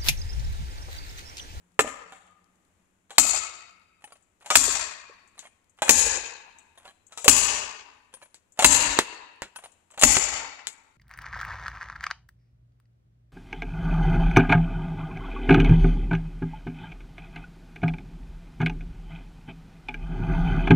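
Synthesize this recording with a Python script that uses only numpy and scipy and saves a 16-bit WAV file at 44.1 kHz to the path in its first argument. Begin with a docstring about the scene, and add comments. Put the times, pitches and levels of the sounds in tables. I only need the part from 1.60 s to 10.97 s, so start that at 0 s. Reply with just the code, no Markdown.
"""An axe drives felling wedges into a big fir: one light blow, then six hard ones. Each jerks the wedge
into the cut and rings wedge and stem; the tighter the wedge, the more the tree booms and the forest echoes.
The hinge wood starts to crack. Belt gear clinks on the backswing and knocks on the downswing; twigs tick
in the hush of the woods. The left microphone port rings near 7 kHz; a limiter ducks on the hard blows,
then lets the echo swell."""
import sys
import numpy as np
from scipy import signal
from scipy.fft import rfft, irfft, next_fast_len
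from scipy.io import wavfile
from scipy.ndimage import map_coordinates

SR = 44100
rng = np.random.default_rng(int(sys.argv[2]) if len(sys.argv) > 2 else 0)


def generate_wav(signal):
    """Clip the signal to [-1, 1] and save it as 16-bit WAV at the path in sys.argv[1]."""
    frames = np.transpose(np.atleast_2d(signal))
    scaled = np.clip(frames, -1, 1) * 32767
    pcm = np.round(scaled).astype(np.int16)
    wavfile.write(sys.argv[1], SR, pcm)


N = 413216


def amp(db):
    return 10 ** (np.asarray(db) / 20)


def along(points, hz):
    """Interpolate (f/Hz, value) points over log frequency."""
    f, value = np.transpose(points)
    return np.interp(np.log(hz + 1), np.log(f), value)


def seconds(length_s):
    return np.arange(int(length_s * SR)) / SR


def fade(t, t60_s):
    return np.exp(-np.log(1000) * t / max(t60_s, 1e-4))


def onset(t, rise_s):
    return 1 - np.exp(-t / rise_s)


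def fade_after(t, delay_s, t60_s):
    return (t >= delay_s) * fade(np.abs(t - delay_s), t60_s)


def ring(t, hz, t60_s):
    return np.sin(2 * np.pi * hz * t) * fade(t, t60_s)


def wander(t, rate_hz, points):
    """Smooth random curve."""
    return map_coordinates(rng.standard_normal(points), [t * rate_hz], mode="mirror")


def add(track, at_s, sound):
    start = max(round(at_s * SR), 0)
    track[:, start:start + sound.shape[-1]] += sound[..., :N - start]


def unit_rms(x):
    return x / np.sqrt(np.mean(x ** 2) + 1e-20)


def noise(spectrum, size, treble_db=0, bass_db=0):
    """Coloured noise of rms 1, then treble and bass tilts."""
    hz = np.fft.rfftfreq(size, 1 / SR)
    coloured = unit_rms(irfft(rfft(rng.standard_normal(size)) * amp(along(spectrum, hz)), size))
    tilt_db = treble_db * along([(1600, 0), (3000, 0.45), (6000, 1.0)], hz)
    tilt_db += bass_db * along([(400, 0.9), (900, 0.38)], hz)
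    return irfft(rfft(coloured) * amp(tilt_db), size)


def resonance(hz, width_hz, size):
    """Narrowband noise of rms 1."""
    offset = (np.fft.rfftfreq(size, 1 / SR) - hz) / width_hz
    return unit_rms(irfft(rfft(rng.standard_normal(size)) / (1 + offset ** 2), size))


# Diffuse field: f/Hz, left-right coherence
COHERENCE = [(25, 0.96), (70, 0.89), (130, 0.19), (290, 1), (640, 0.048), (1400, 0.0027)]

def diffuse(spectrum, size):
    """Noise from all sides, alike at both ports only at low frequencies."""
    angle = np.arccos(np.clip(along(COHERENCE, np.fft.rfftfreq(size, 1 / SR)), -1, 1)) / 2
    mid = rfft(noise(spectrum, size)) * np.cos(angle)
    side = rfft(noise(spectrum, size)) * np.sin(angle)
    return irfft([mid + side, mid - side], size)


# Hush spectrum: f/Hz, level/dB
AIR_SPECTRUM = [(20, -5.5), (55, -4.5), (90, 2.5), (130, -9), (185, -4.5), (260, -6), (700, -14.5),
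                (2500, -19.5), (4500, -35.5), (8000, -31), (15000, -35.5)]

def still_air(level_db=-70):
    """The slowly drifting hush of the woods."""
    drift_db = wander(np.arange(N) / SR, rate_hz=3, points=40)
    return amp(level_db + drift_db) * diffuse(AIR_SPECTRUM, next_fast_len(N))[:, :N]


# Low hum: f/Hz, width/Hz, level/dB, t60/s
HUM_BAND = (182, 9, -68, 10)

def hum():
    """A faint, wavering hum dies away."""
    hz, width_hz, db, t60_s = HUM_BAND
    return amp(db) * resonance(hz, width_hz, next_fast_len(N))[:N] * fade(np.arange(N) / SR, t60_s)


# Twig and buckle click spectrum: f/Hz, level/dB
CLICK_SPECTRUM = [(2000, -17.5), (4000, 0), (7000, -5.5), (10000, -0.5), (15000, -9)]

def litter(level_db=-72, spread_db=3, t60_s=0.018, count=45):
    """Needles and twigs tick under shifting boots."""
    out, t = np.zeros((2, N)), seconds(0.05)
    for position, softness in rng.uniform(0, 1, (count, 2)):
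        db = level_db - spread_db * np.log(softness + 0.03)
        add(out, position * N / SR, amp(db) * diffuse(CLICK_SPECTRUM, len(t)) * fade(t, t60_s))
    return out


# Echo spectrum: f/Hz, level/dB
ECHO_SPECTRUM = [(40, -1), (280, -1), (500, 3.5), (1000, 1), (1800, -0.5), (2600, 3), (3500, 2), (4700, 1),
                 (7500, 11), (10000, 2.5), (15000, 6)]
# Echo decay: f/Hz, t60/s
ECHO_DECAY = [(50, 0.24), (250, 0.88), (600, 0.83), (1100, 0.87), (1800, 0.93), (2600, 0.83), (3400, 0.72),
              (4700, 0.7), (7200, 0.52), (9500, 0.42), (11500, 0.4), (13000, 0.16)]
# Nearest trunks, left channel: delay/s, level/dB re the whole echo
TRUNK_ECHOES = [(.085, -11), (.109, -19), (.165, -25)]

def outdoors(sound, echo_db, near_db=-1):
    """Sound from the right: direct, off nearby ground and stump, then scattered by many trunks."""
    t = seconds(1.2)
    hz, frame_s, frames = signal.stft(diffuse(ECHO_SPECTRUM, len(t)), SR, nperseg=256)
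    decay = amp(-60 * frame_s / along(ECHO_DECAY, hz)[:, None])
    far = signal.istft(frames * decay, SR, nperseg=256)[1][:, :len(t)]
    clumps_db = 3 * wander(t, rate_hz=200, points=400)  # trees stand in clumps
    far *= amp(clumps_db) * onset(t, rise_s=0.028)
    far /= np.linalg.norm(far[0])
    for delay_s, db in TRUNK_ECHOES:
        far[0, round(delay_s * SR)] += amp(db)
    near = diffuse(ECHO_SPECTRUM, len(t)) * np.exp(-(t / 0.019) ** 3)
    paths = amp(echo_db) * far * amp([[0], [-3]]) + amp(near_db) * near / np.linalg.norm(near[0])
    paths[0, 7] += 1  # direct path: later and weaker on the left
    paths[1, 0] += amp(5)
    return signal.fftconvolve(sound[None], paths, axes=1)


# Gear ticks: t/s, level/dB
GEAR_TICKS = [(0.486, -72), (2.624, -70.5), (3.675, -65.5), (4.096, -69), (4.986, -57), (5.467, -59),
              (6.921, -60), (8.119, -62.5), (8.311, -57.5), (9.127, -56.5)]
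# Tick spectrum: f/Hz, level/dB
TICK_SPECTRUM = [(1500, -24.5), (5000, -17), (6500, 0), (8200, 6.5), (10000, -13.5), (15000, -12)]

def gear_ticks(t60_s=0.041):
    """Light gear ticks between swings."""
    out, t = np.zeros((2, N)), seconds(0.1)
    for at_s, db in GEAR_TICKS:
        tick = noise(TICK_SPECTRUM, len(t)) * fade(t, t60_s)
        add(out, at_s, amp(db) * outdoors(tick, echo_db=-13.5, near_db=-6.5))
    return out


# Shaken cloth and gear: t/s, length/s, start level/dB, end level/dB
GEAR_SHAKES = [(0.504, 0.021, -63, -64), (1.496, .04, -57.5, -57.5), (2.408, 0.17, -59.5, -61),
               (2.808, 0.13, -55, -47), (3.755, 0.12, -59.5, -55), (4.177, 0.036, -60.5, -49.5),
               (4.265, 0.022, -37, -31), (5.155, 0.17, -56.5, -57), (5.496, 0.24, -61, -60),
               (6.529, .13, -56, -60.5), (6.961, 0.032, -62.5, -44.5), (7.955, .12, -49, -51.5),
               (8.304, 0.079, -61, -47)]

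def gear_shakes(touch_rate_hz=90, cloth_db=-11, jingle_db=-14, jingle_hz=9900, pieces=4):
    """A swing rustles cloth; small pieces of gear touch at random and jingle."""
    out, t = np.zeros((2, N)), seconds(0.05)
    for at_s, length_s, start_db, end_db in GEAR_SHAKES:
        size = int(length_s * SR)
        touches = (rng.random(size) < touch_rate_hz / SR) * amp(rng.normal(0, 4, size))
        touches[0] = 1
        swell = amp(np.linspace(start_db, end_db, size))
        contacts = signal.fftconvolve(touches, fade(t, t60_s=0.037))
        cloth = amp(cloth_db) * np.sqrt(np.hanning(len(contacts)))
        envelope = (unit_rms(contacts) + cloth) * np.pad(swell, (0, len(t) - 1), mode="edge")
        rattle = noise(TIN_SPECTRUM, SR // 2, treble_db=-15, bass_db=-10)[:len(envelope)] * envelope
        struck = rng.integers(pieces, size=size)
        rings = [ring(t, jingle_hz * rng.normal(1, 0.065), t60_s=0.049) for _ in range(pieces)]
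        jingle = sum(signal.fftconvolve(touches * swell * (struck == k), rings[k]) for k in range(pieces))
        add(out, at_s, outdoors(rattle + amp(jingle_db) * jingle, echo_db=-13, near_db=-6.5))
    return out


# Buckle on hook: t/s, knock level/dB, steel level/dB, glint f/Hz, glint t60/s
BUCKLE_HITS = [(2.441, -41, -47.5, 9400, 0.087), (2.522, -47.5, -52.5, 9750, 0.055),
               (3.779, -49, -56, 9100, 0.058), (3.8535, -45, -61.5, 9200, 0.11),
               (5.176, -49, -55, 10400, 0.067), (5.2542, -44, -66.5, 10300, 0.079),
               (5.278, -45, -58.5, 3166, 0.093), (6.539, -46, -43.5, 9400, 0.071),
               (6.6244, -47.5, -57, 9800, 0.11), (7.9602, -40.5, -41.5, 9350, 0.073),
               (8.0385, -44.5, -49.5, 9250, 0.097)]
# Steel hook: f/Hz, level/dB, t60/s
HOOK_MODES = [(3200, -14, 0.074), (6050, -22, 0.08), (10400, -10.5, 0.082), (11600, -19, 0.041)]

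def buckle_clinks(clack_hz=(700, 1050, 1650, 2550, 3700), bounce_span_s=0.011, bounces=2):
    """The buckle clacks, bounces and rings the belt's hook."""
    out, t = np.zeros((2, N)), seconds(0.12)
    for at_s, knock_db, steel_db, glint_hz, glint_t60_s in BUCKLE_HITS:
        hook = sum(amp(db + rng.normal(0, 2.7)) * ring(t, hz, t60_s) for hz, db, t60_s in HOOK_MODES)
        glint = resonance(glint_hz, width_hz=170, size=len(t)) * fade(t, glint_t60_s)
        click = amp(-7) * noise(CLICK_SPECTRUM, len(t)) * fade(t, t60_s=0.029)
        steel = (glint + hook) * onset(t, rise_s=0.003) + click
        clack = sum(amp(-4 - 1.5 * k) * ring(t, hz * rng.normal(1, 0.14), t60_s=0.045)
                    for k, hz in enumerate(clack_hz))
        bump = noise(TIN_SPECTRUM, len(t), treble_db=-15.5, bass_db=-4) * fade(t, t60_s=0.025)
        contacts = np.r_[1.0, np.zeros(len(t))]
        bounce_samples = (rng.uniform(0.2, 1, bounces) * bounce_span_s * SR).astype(int)
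        contacts[bounce_samples] += amp(-7) * rng.standard_normal(bounces)
        hit = signal.fftconvolve(amp(steel_db) * steel + amp(knock_db) * (bump + clack), contacts)
        add(out, at_s, outdoors(hit, echo_db=-17, near_db=-8))
    return out


# Belt tin on the hip: t/s, level/dB, treble/dB, note f/Hz, note level/dB
TIN_HITS = [(0.5225, -34, -10, 760, -3), (1.5055, -33, -3, 800, -2), (5.575, -29, 3.5, 1280, -2),
            (8.376, -28, -8, 805, 2), (2.86, -33, 0.5, 840, 0), (2.903, -10.5, -1.5, 1240, 2),
            (4.22, -14, -4, 835, 3), (5.522, -39, -2, 1316, 0), (5.644, -23, 7.5, 601, 0),
            (6.991, -11.5, -2, 743, 0), (7.0235, -13, -0.5, 586, 0), (8.394, -34.5, 14, 776, -6),
            (8.413, -23, 11.5, 550, -3), (8.4235, -9.5, 1.5, 606, 0)]
# Edge contact, then flat: delay/s, level/dB, treble/dB, note level/dB
TIN_LANDING = [(0, 3, -1, -10), (.006, -5.5, -8.5, -0.5)]
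# Rattle spectrum: f/Hz, level/dB
TIN_SPECTRUM = [(60, -19), (300, -11), (600, 1.5), (1400, -7), (3000, -2.5), (5000, -12), (9000, -6.5),
                (12000, -14.5), (15000, -36.5)]
# Hollow tin: f/note, level/dB, t60/s
HOLLOW_MODES = [(1, -1, 0.088), (1.16, -9.5, 0.045), (1.869, -7, 0.064), (2.949, -9.5, .05),
                (4.049, -13, 0.054), (4.699, -11, 0.045)]

def tin_knocks(level_db=-9, rattle_t60_s=0.11, hiss_t60_s=0.022):
    """The tin lands with a hiss and a rattle, and rings hollow."""
    out, t = np.zeros((2, N)), seconds(0.2)
    for at_s, db, bright_db, note_hz, hollow_db in TIN_HITS:
        hit = np.zeros(len(t))
        for delay_s, touch_db, treble_db, note_db in TIN_LANDING:
            rattle = noise(TIN_SPECTRUM, len(t), bright_db + treble_db - 5, bass_db=-4.5)
            rattle *= amp(-2.5) * fade_after(t, delay_s, rattle_t60_s)
            hiss = noise(TIN_SPECTRUM, len(t), bright_db + treble_db, bass_db=-8)
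            hiss *= amp(-0.5) * fade_after(t, delay_s, hiss_t60_s)
            phase = 2 * np.pi * note_hz * t
            hollow = sum(amp(mode_db) * np.sin(ratio * phase) * fade_after(t, delay_s, t60_s)
                         for ratio, mode_db, t60_s in HOLLOW_MODES)
            hit += amp(touch_db) * (rattle + hiss + amp(note_db + hollow_db) * hollow)
        add(out, at_s, amp(db + level_db) * outdoors(hit, echo_db=-3.5, near_db=-5.5))
    return out


# Wood giving way: t/s, level/dB, f/Hz
WOOD_SLIPS = [(0.244, -28, 620), (1.644, -30, 670), (1.735, -31, 705), (3.078, -27, 433),
              (3.158, -33.5, 790), (3.495, -51.5, 456), (4.464, -27.5, 430), (4.572, -36, 470),
              (5.657, -26, 560), (7.388, -18.5, 436), (8.574, -20, 385)]

def wood_slips(width_hz=90, t60_s=0.078, rise_s=0.0019):
    """Strained wood slips in the cut with a hollow knock."""
    out, t = np.zeros((2, N)), seconds(0.2)
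    for at_s, db, hz in WOOD_SLIPS:
        knock = resonance(hz, width_hz, len(t)) * fade(t, t60_s) * onset(t, rise_s)
        add(out, at_s, amp(db) * outdoors(knock, echo_db=-17, near_db=-10))
    return out


# Fibre snaps: t/s, level/dB, treble/dB
FIBRE_SNAPS = [(1.735, -20, -4), (3.792, -31.5, 1.5), (6.744, -38.5, 1), (7.389, 4, -9), (7.82, -9.5, -18),
               (8.569, 1.5, -7.5), (9.0702, -21.5, 2.5)]
# Snap spectrum: f/Hz, level/dB
FIBRE_SPECTRUM = [(40, -4), (200, -2.5), (450, -0.5), (1000, -8), (2000, 2.5), (3500, -0.5), (7000, -5),
                  (11000, -7), (15000, -28.5)]
# Hinge wood: f/Hz, level/dB, t60/s
HINGE_MODES = [(880, -19, .04), (1500, -22.5, 0.031), (2070, -16.5, .025)]

def hinge_cracks(level_db=-5, snap_t60_s=0.0041, splinter_db=-17, splinter_t60_s=0.14):
    """Fibres snap and ring the hinge wood, with a tail of splintering."""
    out, t = np.zeros((2, N)), seconds(0.2)
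    envelope = fade(t, snap_t60_s) + amp(splinter_db) * fade(t, splinter_t60_s)
    for at_s, snap_db, treble_db in FIBRE_SNAPS:
        snap = noise(FIBRE_SPECTRUM, len(t), treble_db) * envelope
        wood = sum(amp(db) * ring(t, hz * rng.normal(1, 0.03), t60_s) for hz, db, t60_s in HINGE_MODES)
        add(out, at_s, amp(snap_db + level_db) * outdoors(snap + wood, echo_db=-24.5, near_db=-4.5))
    return out


def slack(blow):
    """Wedge looseness: 1 at first, shrinking with each blow."""
    return 0.67 ** blow


# Wedge-to-tree coupling, by part: tight level/dB, loss at full slack/dB
COUPLING = {"stem": (2.1, 29), "boom": (-13.5, 32), "echo": (1.9, 14)}

def coupling_db(part, looseness):
    """A tight wedge passes more of the blow to the tree."""
    tight_db, loss_db = COUPLING[part]
    return tight_db - loss_db * looseness


# Stem knocks after a blow: delay/s, level/dB, loss at full slack/dB, f/Hz
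STEM_THUDS = [(.008, -10, 24, 273), (.014, -20.5, 33.5, 178.5), (0.047, -26.5, 6.5, 300)]

def stem_thuds(t60_s=0.2, rise_s=0.0038, width_hz=36):
    """The heavy stem settles on its hinge with soft, low knocks."""
    out, t = np.zeros((2, N)), seconds(0.2)
    for k, (at_s, *_) in enumerate(AXE_BLOWS):
        for delay_s, db, loss_db, hz in STEM_THUDS:
            thud = resonance(hz * rng.normal(1, 0.07), width_hz, len(t)) * fade(t, t60_s) * onset(t, rise_s)
            add(out, at_s + delay_s, amp(db - loss_db * slack(k)) * thud)
    return out


# Echo of four wedge modes, then the stem's high note: width at full slack/Hz, level/dB, t60/s
ECHO_BANDS = [(80, -30.5, 1.2), (120, -34.5, 1.15), (130, -32.5, 1.2), (120, -37, .92), (70, -41, 1.0)]

def ring_echoes(stem_hz=3750, tight_widening=2.6, flutter_db=3, rise_s=0.034):
    """Trees throw the ringing back and forth: tones in bands that widen as the wedge tightens."""
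    out, t = np.zeros((2, N)), seconds(1.2)
    for k, (at_s, blow_db, _, _, *wedge_hz, note_db, upper_db) in enumerate(AXE_BLOWS):
        widening = tight_widening ** (1 - slack(k))
        echo_db = blow_db + coupling_db("echo", slack(k) ** 2)
        for mode, (hz, (width_hz, db, t60_s)) in enumerate(zip((*wedge_hz, stem_hz), ECHO_BANDS)):
            band = amp(-0.5) * np.array([resonance(hz, width_hz * widening, len(t)) for _ in range(2)])
            tone = amp(-2) / widening * resonance(hz, width_hz=9, size=len(t))
            flutter = np.array([wander(t, rate_hz=30, points=100) for _ in range(2)])
            mode_db = echo_db + db + (upper_db if mode else note_db)
            stereo_gain = amp(mode_db + flutter_db * flutter + [[0], [-2]])
            add(out, at_s, stereo_gain * (band + tone) * fade(t, t60_s) * onset(t, rise_s))
    return out


# Boom spectrum: f/Hz, level/dB
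BOOM_SPECTRUM = [(20, -19), (33, -12), (48, 1), (70, -2.5), (110, -12), (200, -15.5), (500, -53)]

def trunk_boom(t, t60_s=0.6, rise_s=0.0063):
    """The shaken trunk booms."""
    return diffuse(BOOM_SPECTRUM, len(t)) * fade(t, t60_s) * onset(t, rise_s)


# Wedged stem: f/Hz, level/dB, t60/s
STEM_MODES = [(184, -29, 0.19), (283, -21.5, 0.41), (470, -19.5, 0.018), (603, -20.5, 0.19),
              (847, -24, 0.44), (1210, -22, 0.022), (2120, -19, 0.1), (2667, -12, 0.11)]

def stem_ring(t):
    """The stem rings, slightly detuned on each blow."""
    detune = rng.normal(1, 0.012)
    return sum(amp(db + rng.normal(0, 1)) * ring(t, hz * detune, t60_s) for hz, db, t60_s in STEM_MODES)


# Wedge note and close partner: f/note, level/dB, t60/s
WEDGE_MODES = [(1.001, -17, .17), (1.09, -21.5, 0.076)]
# Wedge modes 2 and 3: level/dB, t60/s
UPPER_MODES = [(-10, 0.021), (-12, .035)]

def wedge_ring(t, note_hz, upper_hz, note_db):
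    """The struck wedge rings at its note and two higher modes."""
    note = sum(amp(db) * ring(t, note_hz * ratio, t60_s) for ratio, db, t60_s in WEDGE_MODES)
    upper = sum(amp(db) * ring(t, hz, t60_s) for hz, (db, t60_s) in zip(upper_hz, UPPER_MODES))
    return amp(note_db) * note + upper


# Wedge advance: delay/s, level/dB, extra treble/dB
WEDGE_JERKS = [(0, 3, -3.5), (.003, -2, -3.5), (.009, -16, 6.5), (0.015, -8.5, 8.5)]
# Impact spectrum: f/Hz, level/dB
IMPACT_SPECTRUM = [(40, -23.5), (150, -13), (400, -1.5), (750, 1.5), (1100, 1), (1600, 2.5), (2100, 0.5),
                   (2620, 3), (3200, -4.5), (3700, -5.5), (4600, -3), (5300, -5.5), (7500, -5),
                   (10000, -5.5), (15000, -12)]

def wedge_jerks(t, treble_db, bass_db, t60_s=0.024):
    """The wedge enters the cut in a few cracking jerks."""
    return sum(amp(db) * noise(IMPACT_SPECTRUM, len(t), treble_db + extra_db, bass_db)
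               * fade_after(t, delay_s, t60_s) for delay_s, db, extra_db in WEDGE_JERKS)


# Axe steel: f/Hz, width/Hz, level/dB, t60/s (fade raises it to 0.1 ms)
AXE_STEEL = (7127.5, 262.5, -21, -0.0713)

def head_click(t, treble_db):
    """The axe head gives a tiny click."""
    hz, width_hz, db, t60_s = AXE_STEEL
    return amp(db + 0.15 * treble_db) * resonance(hz, width_hz, len(t)) * fade(t, t60_s)


# Axe on wedge: t/s, level/dB, treble/dB, bass/dB, 4 x wedge mode f/Hz, note echo/dB, upper echo/dB
AXE_BLOWS = [(.192, -11.5, -13, 7.5, 1220, 1613, 2080, 4496, 11.5, -4.5),
             (1.582, -2.5, 3, -8, 1304, 2180, 2503, 4700, 1.5, 2),
             (2.955, -4.5, 5.5, -4.5, 1104, 1850, 2450, 4450, 2, 5.5),
             (4.293, -3.5, 3, -4, 913, 1680, 2540, 4140, 1.5, 5.5),
             (5.680, -6, 6, 7, 977, 1830, 2670, 4460, 5, 2.5),
             (7.045, -1.5, 1, -6, 964, 1800, 2660, 4400, 5.5, 7.5),
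             (8.435, -2.5, 3.5, -2.5, 909, 1370, 2250, 4510, 1.5, 5.5)]

def axe_blows():
    """Each blow drives the wedge; a dull contact pushes longer, for more note, stem and thump."""
    out, t = np.zeros((2, N)), seconds(1)
    for k, (at_s, db, treble_db, bass_db, note_hz, second_hz, third_hz, *_) in enumerate(AXE_BLOWS):
        echo_db = coupling_db("echo", slack(k) ** 2)
        add(out, at_s, amp(db - 2) * outdoors(wedge_jerks(t, treble_db, bass_db), echo_db))
        stem = amp(coupling_db("stem", slack(k)) - 0.2 * treble_db) * stem_ring(t)
        wedge = wedge_ring(t, note_hz, (second_hz, third_hz), note_db=-4 - 0.41 * treble_db)
        thump = amp(bass_db - 21.5 - 0.9 * treble_db) * ring(t, hz=430, t60_s=0.072)
        add(out, at_s, amp(db) * outdoors(wedge + head_click(t, treble_db), echo_db, near_db=-6))
        add(out, at_s, outdoors(stem, echo_db - 7, near_db=-4.5))
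        add(out, at_s, amp(db) * thump)
        add(out, at_s, amp(coupling_db("boom", slack(k))) * trunk_boom(t))
    return out


def scene():
    """Axe and tree, the faller's gear, the quiet woods."""
    tree = axe_blows() + ring_echoes() + hinge_cracks() + stem_thuds() + wood_slips()
    gear = tin_knocks() + buckle_clinks() + gear_shakes() + gear_ticks()
    return tree + gear + litter() + still_air() + hum()


def port(x, response, size=2048):
    """Minimum-phase colouring by one microphone port."""
    cepstrum = irfft(np.log(amp(along(response, np.fft.rfftfreq(size, 1 / SR)))))
    causal = np.r_[cepstrum[0], 2 * cepstrum[1:size // 2]]
    return signal.fftconvolve(x, irfft(np.exp(rfft(causal, size))))[:N]


def limiter(x, release_db_per_s=55, attack_s=0.0086):
    """Gain drops fast above full scale and climbs back steadily."""
    over_db = np.maximum(20 * np.log10(np.abs(x).max(axis=0) + 1e-9), 0)
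    climb_db = release_db_per_s * np.arange(N) / SR
    held_db = np.maximum.accumulate(over_db + climb_db) - climb_db
    pole = np.exp(-1 / (attack_s * SR))
    return x * amp(-signal.lfilter([1 - pole], [1, -pole], held_db))


# Left port response: f/Hz, level/dB
LEFT_PORT = [(100, -1.5), (400, -2.5), (900, 3), (2500, 2.5), (4400, 8.5), (5400, 8), (6200, 12),
             (7200, 16.5), (8400, 10), (10000, 9), (15000, -2)]
# Right port response: f/Hz, level/dB
RIGHT_PORT = [(100, -4), (400, -1.5), (900, -1), (2700, -1.5), (4400, 1.5), (6000, -17.5), (8000, -11.5),
              (11000, -8), (13000, -16.5), (15000, -26.5)]
LOWPASS_HZ = 15600

def record(dry):
    """Port colouring, limiter, clipping, low-pass."""
    coloured = np.array([port(dry[0], LEFT_PORT), port(dry[1], RIGHT_PORT)])
    clipped = np.clip(limiter(coloured), -1, 1)
    return signal.sosfilt(signal.ellip(10, 0.1, 80, LOWPASS_HZ, fs=SR, output="sos"), clipped)


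dry = scene()
out = record(dry)
generate_wav(out)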